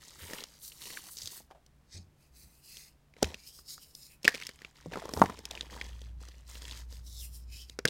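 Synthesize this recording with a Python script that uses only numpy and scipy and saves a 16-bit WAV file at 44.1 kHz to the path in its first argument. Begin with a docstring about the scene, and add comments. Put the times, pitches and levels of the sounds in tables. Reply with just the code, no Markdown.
"""A quiet room with a low hum; close to the microphone, hands break blocks of gym chalk over a plastic tub.
A block snaps: a sharp break excites the ring of the piece, noise bursts make its rattle, splinters and debris.
Lumps crumble in the fist and powder sifts down, both made of clumped random clicks over smooth noise.
Dusty skin rubs over a block, as coloured noise with a gliding hollow resonance.
Now and then the hands bump softly (decaying low tones) or a lump knocks on the tub (ringing noise)."""
import sys
import numpy as np
from scipy import signal
from scipy.fft import rfft, irfft, next_fast_len
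from scipy.io import wavfile

SR = 44100
rng = np.random.default_rng(int(sys.argv[2]) if len(sys.argv) > 2 else 0)


def transcribe(u):
    """Save the signal u as a 16-bit wav file named by the first command-line argument.

    u: samples, shape (n,) or (channels, n), limited to [-1, 1]; the rate is SR.
    q: integer samples, one column per channel.
    """
    v = np.clip(np.atleast_2d(u).T, -1, 1)
    q = np.round(v * 32767).astype(np.int16)
    wavfile.write(sys.argv[1], SR, q)


N = 347948   # length [samples]
TIME = np.arange(N) / SR


def from_db(db):
    """Decibels to an amplitude factor."""
    return 10 ** (np.asarray(db) / 20)


def rms_one(x):
    """Scale a signal to rms 1."""
    return x / np.sqrt(np.mean(x ** 2) + 1e-20)


def in_time(rows):
    """Join the rows of a curve by straight lines."""
    s, *columns = np.transpose(rows)
    return [np.interp(TIME, s, c) for c in columns]


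def add(out, s, sound):
    """Mix a short sound in at time s."""
    at = max(round(s * SR), 0)
    out[at:at + len(sound)] += sound[:max(N - at, 0)]


def colour(x, spectrum):
    """Give a flat signal a spectrum, joined over log frequency; rms 1."""
    hz, db = np.transpose(spectrum)
    size = next_fast_len(N)
    bins = np.maximum(np.fft.rfftfreq(size, 1 / SR), 1)
    gain = from_db(np.interp(np.log(bins), np.log(hz), db))
    return rms_one(irfft(rfft(x, size) * gain, size)[:N])


def band(x, low_hz, high_hz, order=2):
    """Causal band-pass."""
    edges = [low_hz, min(high_hz, .45 * SR)]
    return signal.sosfilt(signal.butter(order, edges, "band", fs=SR, output="sos"), x)


def resonate(x, hz, width_hz):
    """One resonance with gain 1 on top."""
    r = np.exp(-np.pi * width_hz / SR)
    zeros = np.array([1, 0, -1]) * (1 - r * r) / 2
    poles = [1, -2 * r * np.cos(2 * np.pi * hz / SR), r * r]
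    return signal.lfilter(zeros, poles, x)


def dying(t, t60):
    """Exponential decay, 60 dB in t60 seconds."""
    return np.exp(-np.log(1000) * t / t60)


def drift(rate):
    """Smooth chance of rms 1 that heads for a new random value `rate` times a second."""
    return rms_one(np.interp(TIME * rate, np.arange(8000), rng.standard_normal(8000)))


def strokes(rows, rise_db_per_s, fall_db_per_s, sag_db_per_s=0):
    """Rows of (start, hold, dB, ..) swell up to the start, hold or sag, and fade; one gain per dB column."""
    power = np.zeros((len(rows[0]) - 2, N))
    for s, hold, *levels in rows:
        t = np.arange(max(-s, -60 / rise_db_per_s), hold + 60 / fall_db_per_s, 1 / SR)
        rise = rise_db_per_s * np.minimum(t, 0)
        sag = sag_db_per_s * np.clip(t, 0, hold)
        fall = fall_db_per_s * np.maximum(t - hold, 0)
        shape = from_db(rise - sag - fall)
        for layer, db in zip(power, levels):
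            add(layer, s + t[0], (from_db(db) * shape) ** 2)
    return np.sqrt(power)


# Swells of the low hum in the room: (full from [s], hold [s], tone amplitude [dB])
HUM_SWELLS = [(5.1, 6.3, -57), (5.9, 0.28, -42), (6.65, 0.9, -43.5)]
# Spectrum of the quiet room: (frequency [Hz], relative density [dB])
ROOM_TONE_SPECTRUM = [(20, -8.5), (45, -0.5), (62, 6), (100, -10.5), (145, -5.5), (250, -13), (500, -19),
                      (1000, -22), (3000, -30), (8000, -35.5), (16000, -40)]


def background():
    """The empty room: coloured noise, a faint steady tone and a slightly unsteady low hum that swells."""
    swell, = strokes(HUM_SWELLS, rise_db_per_s=36.5, fall_db_per_s=62)
    hum_hz = 59.3 + .5 * drift(0.8)
    phase = 2 * np.pi * np.cumsum(hum_hz) / SR
    rumble = from_db(-13.5) * rms_one(band(rng.standard_normal(N), 35, 110))
    hum = swell * (np.sin(phase) + rumble)
    tone = from_db(-70.5) * np.sin(2 * np.pi * 143 * TIME)
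    room_tone = from_db(-65) * colour(rng.standard_normal(N), ROOM_TONE_SPECTRUM)
    return hum + tone + room_tone


def room(x, wet_db=-27.0, t60=.22):
    """A short, faint tail from the tub and the room: the sound convolved with dying noise."""
    t = np.arange(SR // 2) / SR
    tail = band(rng.standard_normal(len(t)), 120, 10000, order=1)
    tail = tail * dying(t, t60) * (t > .004)
    tail = tail / np.sqrt(np.sum(tail ** 2))
    return x + from_db(wet_db) * signal.fftconvolve(x, tail)[:N]


# Soft bumps of the hands: (time [s], tone amplitude before rise and decay [dB], pitch [Hz], t60 [s])
HAND_BUMPS = [(0.218, -41.5, 85, 0.25), (1.234, -45.5, 91, 0.17), (1.944, -38.5, 87.5, 0.37),
              (2.43, -50, 63, 0.33), (3.236, -30.5, 76, 0.23), (4.865, -35, 165, 0.16),
              (5.161, -31.5, 87, 0.46), (5.205, -24, 190.3, 0.16), (7.85, -20, 140, 0.037)]
# A lump knocks on the tub: (time [s], rms before decay [dB], pitch [Hz], t60 [s])
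TUB_KNOCKS = [(1.510, -43, 700, 0.067), (1.548, -56, 670, 0.17)]


def bumps(rise_s=.006):
    """Hands bump as dying low tones with some noise; the tub's wall knocks as dying resonant noise."""
    out, t = np.zeros(N), np.arange(SR // 2) / SR
    for s, db, hz, t60 in HAND_BUMPS:
        noise = rms_one(band(rng.standard_normal(len(t)), 35, 200))
        flesh = np.sin(2 * np.pi * hz * t) + 0.36 * noise
        add(out, s, from_db(db) * flesh * dying(t, t60) * (1 - np.exp(-t / rise_s)))
    for s, db, hz, t60 in TUB_KNOCKS:
        wall = rms_one(resonate(rng.standard_normal(len(t)), hz, width_hz=89))
        add(out, s, from_db(db) * wall * dying(t, t60))
    return out


# Early echoes from palm and tub: (delay [s], signed share [1])
PALM_ECHOES = [(.0006, 0.32), (.0013, -0.29), (.0024, .2)]


def palm(x, sway=0.1):
    """Palm and tub throw the sound back; the comb of resonances sways as the hands move."""
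    echoes = np.zeros(N)
    for delay, share in PALM_ECHOES:
        swaying_delay = delay * (1 + sway * drift(2.4))
        echoes += share * np.interp(TIME - swaying_delay, TIME, x)
    return 0.99 * (x + echoes)


def grains(per_s, spread_db, clump_db, smooth):
    """Tiny collapses of uneven size that come in clumps, over a share of smooth friction."""
    sizes = from_db(spread_db * np.minimum(rng.exponential(1, N), 4)) * rng.choice([-1, 1], N)
    clicks = rms_one(sizes * (rng.random(N) < per_s / SR))
    return (clicks + smooth * rng.standard_normal(N)) * from_db(clump_db * drift(110))


def avalanches(per_s, size_db, spread_db, t60=.012):
    """Now and then a crumb gives way and takes its neighbours along: a gain that jumps and sinks."""
    sizes = from_db(size_db + spread_db * np.minimum(rng.exponential(1, N), 2.5))
    starts = sizes * (rng.random(N) < per_s / SR)
    return 1 + signal.fftconvolve(starts, dying(TIME[:2048], t60))[:N]


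# Spectra of chalk under the hand, each scaled as a whole later: (frequency [Hz], relative density [dB])
# lumps inside the fist, loose grit, friction of dusty skin, fine powder
CRUNCH_SPECTRUM = [(100, 1.5), (200, 6.5), (450, -1), (650, -6), (950, 9), (1400, -20.5), (2500, -42)]
GRIT_SPECTRUM = [(500, -20), (1000, -7), (1400, -16), (1800, 4), (2600, 1), (3400, 2), (5000, -8.5),
                 (12000, -39)]
FRICTION_SPECTRUM = [(2400, -20.5), (3300, -10.5), (4000, 1.5), (5100, -1), (6000, -1), (7000, -3.5),
                     (8500, -8.5), (16000, -34)]
POWDER_SPECTRUM = [(4000, -24.5), (6500, -6.5), (8500, 1), (11000, -1), (14000, -0.5), (16500, -7.5)]


def crumbling(gains, spread_db, clumps):
    """Lumps collapse in clumps: dull inside the fist, brighter where loose grit grinds and dust sifts."""
    crunch, grit, friction, dust = gains
    inside = crunch * colour(grains(1800, spread_db, 2.0, 0.38) * clumps, CRUNCH_SPECTRUM)
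    loose = grit * colour(grains(1400, spread_db, 1.5, .5) * clumps, GRIT_SPECTRUM)
    scratch = friction * colour(grains(2500, spread_db, 0.74, 0.8) * clumps, FRICTION_SPECTRUM)
    fine = dust * colour(grains(6000, spread_db, 0.94, .7) * np.sqrt(clumps), POWDER_SPECTRUM)
    return inside + loose + scratch + fine


def crumbs(gains, crumb_db, per_s, sharpness=5.0, count=14):
    """Single crumbs pop at random, at pitches for `count` sizes; their level follows the lumps around them."""
    crunch, grit, friction, dust = gains
    out = np.zeros(N)
    for hz in np.geomspace(420, 7500, count):
        pops = np.zeros(N)
        at = rng.integers(0, N, max(int(per_s / count * N / SR), 1))
        sizes = from_db(4 * np.minimum(rng.exponential(1, len(at)), 2.5))
        pops[at] = sizes * rng.choice([-1, 1], len(at))
        ringing = rms_one(resonate(pops + 1e-18, hz, hz / sharpness))
        gain = crunch if hz < 1200 else grit if hz < 3400 else friction
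        out += ringing * gain
    return from_db(crumb_db) * out


# Skin slides on a whole block, levels before the palm's echoes:
# (full from [s], hold [s], friction [dB], hollow [dB], fine dust [dB], hollow's resonance [Hz])
# the friction level is that of the skin noise with its bounce and block resonance
BLOCK_RUBS = [(1.935, 0.036, -53, -64.5, -77, 2350), (2.208, .06, -76, -76.5, -75, 2330),
              (2.367, 0.074, -63, -73, -62, 2320), (2.472, .13, -73, -79, -68.5, 2400),
              (2.647, 0.025, -63.5, -72, -60.5, 2493), (2.694, 0.13, -55.5, -63.5, -58, 2450),
              (2.85, 0.034, -64.5, -68.5, -64, 2550), (3.39, .05, -61.5, -67.5, -68, 2830),
              (3.475, 0.013, -52, -63, -55.5, 2890), (3.54, 0.059, -59.5, -75.5, -59.5, 3000),
              (3.701, .035, -46.5, -72, -51, 2600), (3.824, 0.01, -57, -65.5, -56.5, 2760),
              (3.871, .04, -67, -79, -66, 2800), (3.97, .1, -59.5, -74, -59.5, 2650),
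              (4.109, .025, -70, -64.5, -62, 2500), (7.07, .04, -58, -75, -60, 3600),
              (7.138, 0.073, -52, -68, -59, 3570), (7.216, 0.037, -56, -57.5, -49, 3090),
              (7.343, 0.026, -59, -72, -55, 3000), (7.395, 0.0306, -69, -84, -73, 3040),
              (7.53, 0.094, -54.5, -58, -60.5, 2760), (7.686, 0.039, -67, -71, -73, 2450)]


def rubbing(width_hz=290.0, block_hz=5160.0, block_width_hz=470.0, block_db=0.5, wander=0.063):
    """Dusty skin slides on a block; the hollow under the hand rings at a pitch that glides between grips."""
    levels = [row[:-1] for row in BLOCK_RUBS]
    friction, hollow, dust = strokes(levels, rise_db_per_s=417, fall_db_per_s=380.)
    hz, = in_time([(s + length / 2, pitch) for s, length, *_, pitch in BLOCK_RUBS])
    hz = hz * (1 + wander * drift(16))   # the grip is never quite steady
    # slow noise on a sine and a cosine: a narrow noise band around the gliding pitch
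    low_pass = signal.butter(2, width_hz, fs=SR, output="sos")
    narrow = signal.sosfilt(low_pass, rng.standard_normal((2, N)))
    phase = 2 * np.pi * np.cumsum(hz) / SR
    cavity = hollow * rms_one(narrow[0] * np.cos(phase) + narrow[1] * np.sin(phase))
    skin = colour(grains(8200, 6.8, 1.7, 0.83), FRICTION_SPECTRUM)
    bounced = .35 * np.interp(TIME - 1.1 / hz, TIME, skin)   # adds the hollow's higher resonances
    block = from_db(block_db) * resonate(skin, block_hz, block_width_hz)
    skin = rms_one(skin + bounced + block)
    fine = dust * colour(grains(8000, 3.4, 0.61, 0.83), POWDER_SPECTRUM)
    return palm(cavity + friction * skin + fine)


# Powder worked between open fingers, before the layer gains and the palm's echoes:
# (full from [s], hold [s], friction [dB], lumps [dB], fine dust [dB])
POWDER_SIFTS = [(.02, .15, -60.5, -63, -66), (.2, .2, -59, -54.5, -54.5), (.47, .11, -64, -70.5, -69),
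                (.635, .045, -55.5, -73, -48.5), (.72, .06, -63, -68.5, -61), (.82, .17, -52, -54.5, -51.5),
                (1.04, .05, -58.5, -59.5, -55), (1.115, .02, -59, -85, -49.5),
                (1.18, .1, -50, -63.5, -55.5), (1.32, .055, -53.5, -59.5, -50),
                (5.145, .09, -64.5, -62.5, -54), (6.495, .09, -57.5, -59.5, -62),
                (6.62, .11, -57.5, -56, -65), (6.76, .04, -55.5, -57.5, -62), (6.915, .06, -62, -64.5, -66)]


def sifting(crunch_db=-7.5, grit_db=-3.0):
    """Open fingers work loose powder: mostly friction and dust, with a few soft lumps."""
    friction, lumps, dust = strokes(POWDER_SIFTS, rise_db_per_s=454, fall_db_per_s=346)
    gains = lumps * from_db(crunch_db), lumps * from_db(grit_db), friction, dust
    clumps = avalanches(per_s=60, size_db=-7.5, spread_db=7.5)
    powder = palm(crumbling(gains, spread_db=3.8, clumps=clumps))
    return powder + crumbs(gains, crumb_db=-8.5, per_s=420)


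# The fist closes on lumps, before the layer gains and the palm's echoes:
# (full from [s], hold [s], level at that time [dB], muffled crunch above that level [dB])
FIST_SQUEEZES = [(0.299, 0.13, -57.5, 2.5), (3.18, 0.043, -70, -2), (3.228, 0.076, -56, 3),
                 (4.254, 0.2, -53.5, -7.5), (4.494, 0.2, -67, -5), (4.754, 0.28, -68, -2),
                 (4.924, .19, -59.5, 9.5), (5.161, .14, -57, 10), (5.307, 0.18, -63.5, 3.5),
                 (5.509, 0.15, -59.5, 2), (5.71, 0.16, -57, 0), (5.882, 0.19, -65.5, -3.5),
                 (6.209, 0.18, -65, -5)]


def squeezing(friction_db=-1.5, dust_db=-9.5):
    """The fist closes: lumps give way in sharp clumps, loudest at the start of each squeeze."""
    rows = [(s, length, db, db + muffled) for s, length, db, muffled in FIST_SQUEEZES]
    # the sag: crumbling dies down as the lumps give way
    force, crunch = strokes(rows, rise_db_per_s=899, fall_db_per_s=250., sag_db_per_s=25)
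    gains = crunch, force, force * from_db(friction_db), force * from_db(dust_db)
    clumps = avalanches(per_s=65, size_db=1., spread_db=3.)
    lumps = palm(crumbling(gains, spread_db=4.5, clumps=clumps))
    return lumps + crumbs(gains, crumb_db=-6., per_s=240)


# The loudest fractures, close to the microphone; each level is the layer's energy as rms over 10 ms:
# (time [s], thud [dB], ring [dB], crack [dB], ring pitch [Hz])
CHALK_FRACTURES = [(0.2339, -60, -59, -57, 1936), (.309, -47.5, -55, -52, 1710),
                   (.3334, -43, -42.5, -44.5, 1820), (.3844, -59, -45.5, -55, 2630),
                   (0.4057, -61, -48, -57, 3700), (.438, -66, -45.5, -43.5, 3216),
                   (.7196, -75, -53.5, -64, 2860), (.856, -68, -49.5, -61, 2800),
                   (.903, -57.5, -50, -58, 2000), (.9721, -74, -40.5, -66, 1790),
                   (1.1692, -65, -70, -46, 3700), (1.186, -74, -68, -45, 3830),
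                   (1.219, -67, -63, -42.5, 3297), (1.2573, -74, -48.5, -44.5, 3520),
                   (1.2736, -62.5, -45, -46, 3660), (1.403, -59, -60, -71, 830),
                   (1.5035, -76, -61, -76, 920), (1.663, -71, -71, -63.5, 2980),
                   (2.7698, -67, -51.5, -51, 3283), (3.138, -72, -62, -72, 2300),
                   (3.166, -57.5, -60.5, -71, 2060), (3.2245, -36.5, -31, -48, 764),
                   (3.2278, -22.5, -36.5, -26.5, 1560), (3.2435, -55, -36.5, -44, 2630),
                   (3.3434, -51, -42, -52.5, 2520), (3.589, -66, -60.5, -71, 1260),
                   (3.779, -70, -55, -59, 1185), (3.9504, -67.5, -59, -47, 3920),
                   (4.2308, -70.5, -65.5, -51.5, 2703), (4.2453, -42.5, -40, -39.5, 2690),
                   (4.251, -33.5, -29.5, -39.5, 2483), (4.2545, -51.5, -33.5, -43.5, 2600),
                   (4.2783, -34.5, -14, -25, 1770), (4.2909, -49.5, -41.5, -42, 1915),
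                   (4.343, -48.5, -44, -51, 2297), (4.3469, -43.5, -41.5, -45, 2370),
                   (4.354, -51, -43, -49, 2550), (4.3997, -64, -54, -54, 2120),
                   (4.4136, -67, -47, -52.5, 2080), (4.423, -71, -42, -54, 2100),
                   (4.4342, -71, -47, -54, 3300), (4.468, -85, -47, -40, 2350),
                   (4.491, -51.5, -47, -48, 1920), (4.6185, -57, -51.5, -59, 2010),
                   (4.6478, -56.5, -43.5, -62, 2320), (4.8597, -40.5, -66, -64, 790),
                   (4.9211, -54, -52, -70, 2820), (4.9353, -52.5, -42.5, -58, 1815),
                   (4.942, -65, -48, -66, 1416), (4.957, -38, -41, -55, 1262),
                   (4.9717, -37, -40.5, -55, 938), (5.0542, -40, -47.5, -52.5, 972),
                   (5.091, -44, -45, -50, 1108), (5.1365, -36, -50.5, -38, 1755),
                   (5.173, -35.5, -38.5, -49, 814), (5.1965, -40.5, -45, -49.5, 1147),
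                   (5.2166, -17.5, -12.5, -38.5, 915), (5.2376, -32, -31, -51, 761),
                   (5.2578, -45, -41.5, -55.5, 1620), (5.2968, -40.5, -41, -56, 1100),
                   (5.3896, -50, -75, -50.5, 724), (5.4538, -58, -44.5, -41, 3330),
                   (5.5104, -55, -42, -45, 3346), (5.552, -65, -45.5, -59, 3020),
                   (5.5752, -54.5, -44, -64, 2450), (5.6096, -54, -35.5, -71, 3440),
                   (5.765, -52.5, -49.5, -58, 905), (5.813, -53, -36, -55, 2180),
                   (6.0166, -58, -57, -59.5, 3496), (6.215, -57, -66, -65.5, 864),
                   (6.2855, -59, -67, -55, 2770), (6.554, -57, -50.5, -72, 2870),
                   (6.6529, -77, -47, -70, 3300), (6.7114, -70, -44, -65, 3740),
                   (6.7235, -68, -49.5, -58.5, 3036), (6.925, -57, -66, -54, 2560),
                   (7.697, -61, -48.5, -53, 3800), (7.7889, -36, -41.5, -41.5, 1518),
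                   (7.8531, -27.5, -22.5, -27.5, 1650), (7.877, -47, -37, -46, 3771),
                   (7.8833, -44, -34.5, -46, 3700)]


def level(x, db):
    """Scale a short sound so that its energy, spread over 10 ms, has this rms level."""
    return from_db(db) * x / np.sqrt(np.sum(x ** 2) / (SR / 100))


def fractures(width_hz=170.0, damping_slope=2.3, rattle_db=-2.5, rattle_t60=0.023, rattle_slope=.65,
              crack_t60=0.011, air_db=-18.5, thud_t60=0.036, debris_db=-18.5, debris_t60=0.078, rise_s=0.0006):
    """One main break, then a burst of tiny ones: the piece rings, splinters spit, the fist thuds, debris follows."""
    out, t = np.zeros(N), np.arange(6144) / SR
    main = 1. * (t == 0)
    for s, thud, ring, crack, hz in CHALK_FRACTURES:
        uneven = from_db(5.4 * rng.standard_normal((3, len(t))))
        breaks = rng.standard_normal((3, len(t))) * uneven * (1 - np.exp(-t / rise_s))

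        t60 = rattle_t60 * (1000 / hz) ** rattle_slope   # big pieces go on rattling longer
        width = min(width_hz * (hz / 1000) ** damping_slope, 0.17 * hz)   # small pieces ring high and die at once
        rattle = resonate(breaks[0] * dying(t, t60), hz, 2 * width)
        piece = level(resonate(main, hz, width), 0) + level(rattle, rattle_db)
        top_hz = 1.9 * hz * (hz / 1000) ** 0.34   # big pieces break deep in the fist, muffled
        piece = band(piece, min(hz / 1.6, 1150), top_hz, order=4)

        splinters = band(breaks[1] * dying(t, crack_t60), 3300, 15000)
        edge = resonate(splinters, 5100, 1800) + from_db(air_db) * splinters

        push = 20 * main + breaks[2] * dying(t, thud_t60)   # the halves jerk apart
        fist = band(resonate(push, 430, 120) + 0.84 * resonate(push, 230, 170), 46, 620)

        # sparse chips shed by the fresh faces, 700 a second
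        chips = rng.standard_normal(len(t)) * (rng.random(len(t)) < 700 / SR)
        debris = band(chips * dying(t, debris_t60), hz / 2.9, 1.9 * hz)

        add(out, s, level(piece, ring) + level(edge, crack))
        add(out, s, level(fist, thud) + level(debris, ring + debris_db))
    return out


def scene():
    """Chalk and hands over the tub, in a quiet room."""
    chalk = bumps() + rubbing() + sifting() + squeezing() + fractures()
    return (background() + room(chalk))[None]


def record(dry, cutoff_hz=16100):
    """The microphone signal: the highest peaks are rounded and a steep low-pass cuts the top."""
    low_pass = signal.ellip(10, .2, 80, cutoff_hz, fs=SR, output="sos")
    return signal.sosfilt(low_pass, np.tanh(dry))


dry = scene()
out = record(dry)
transcribe(out)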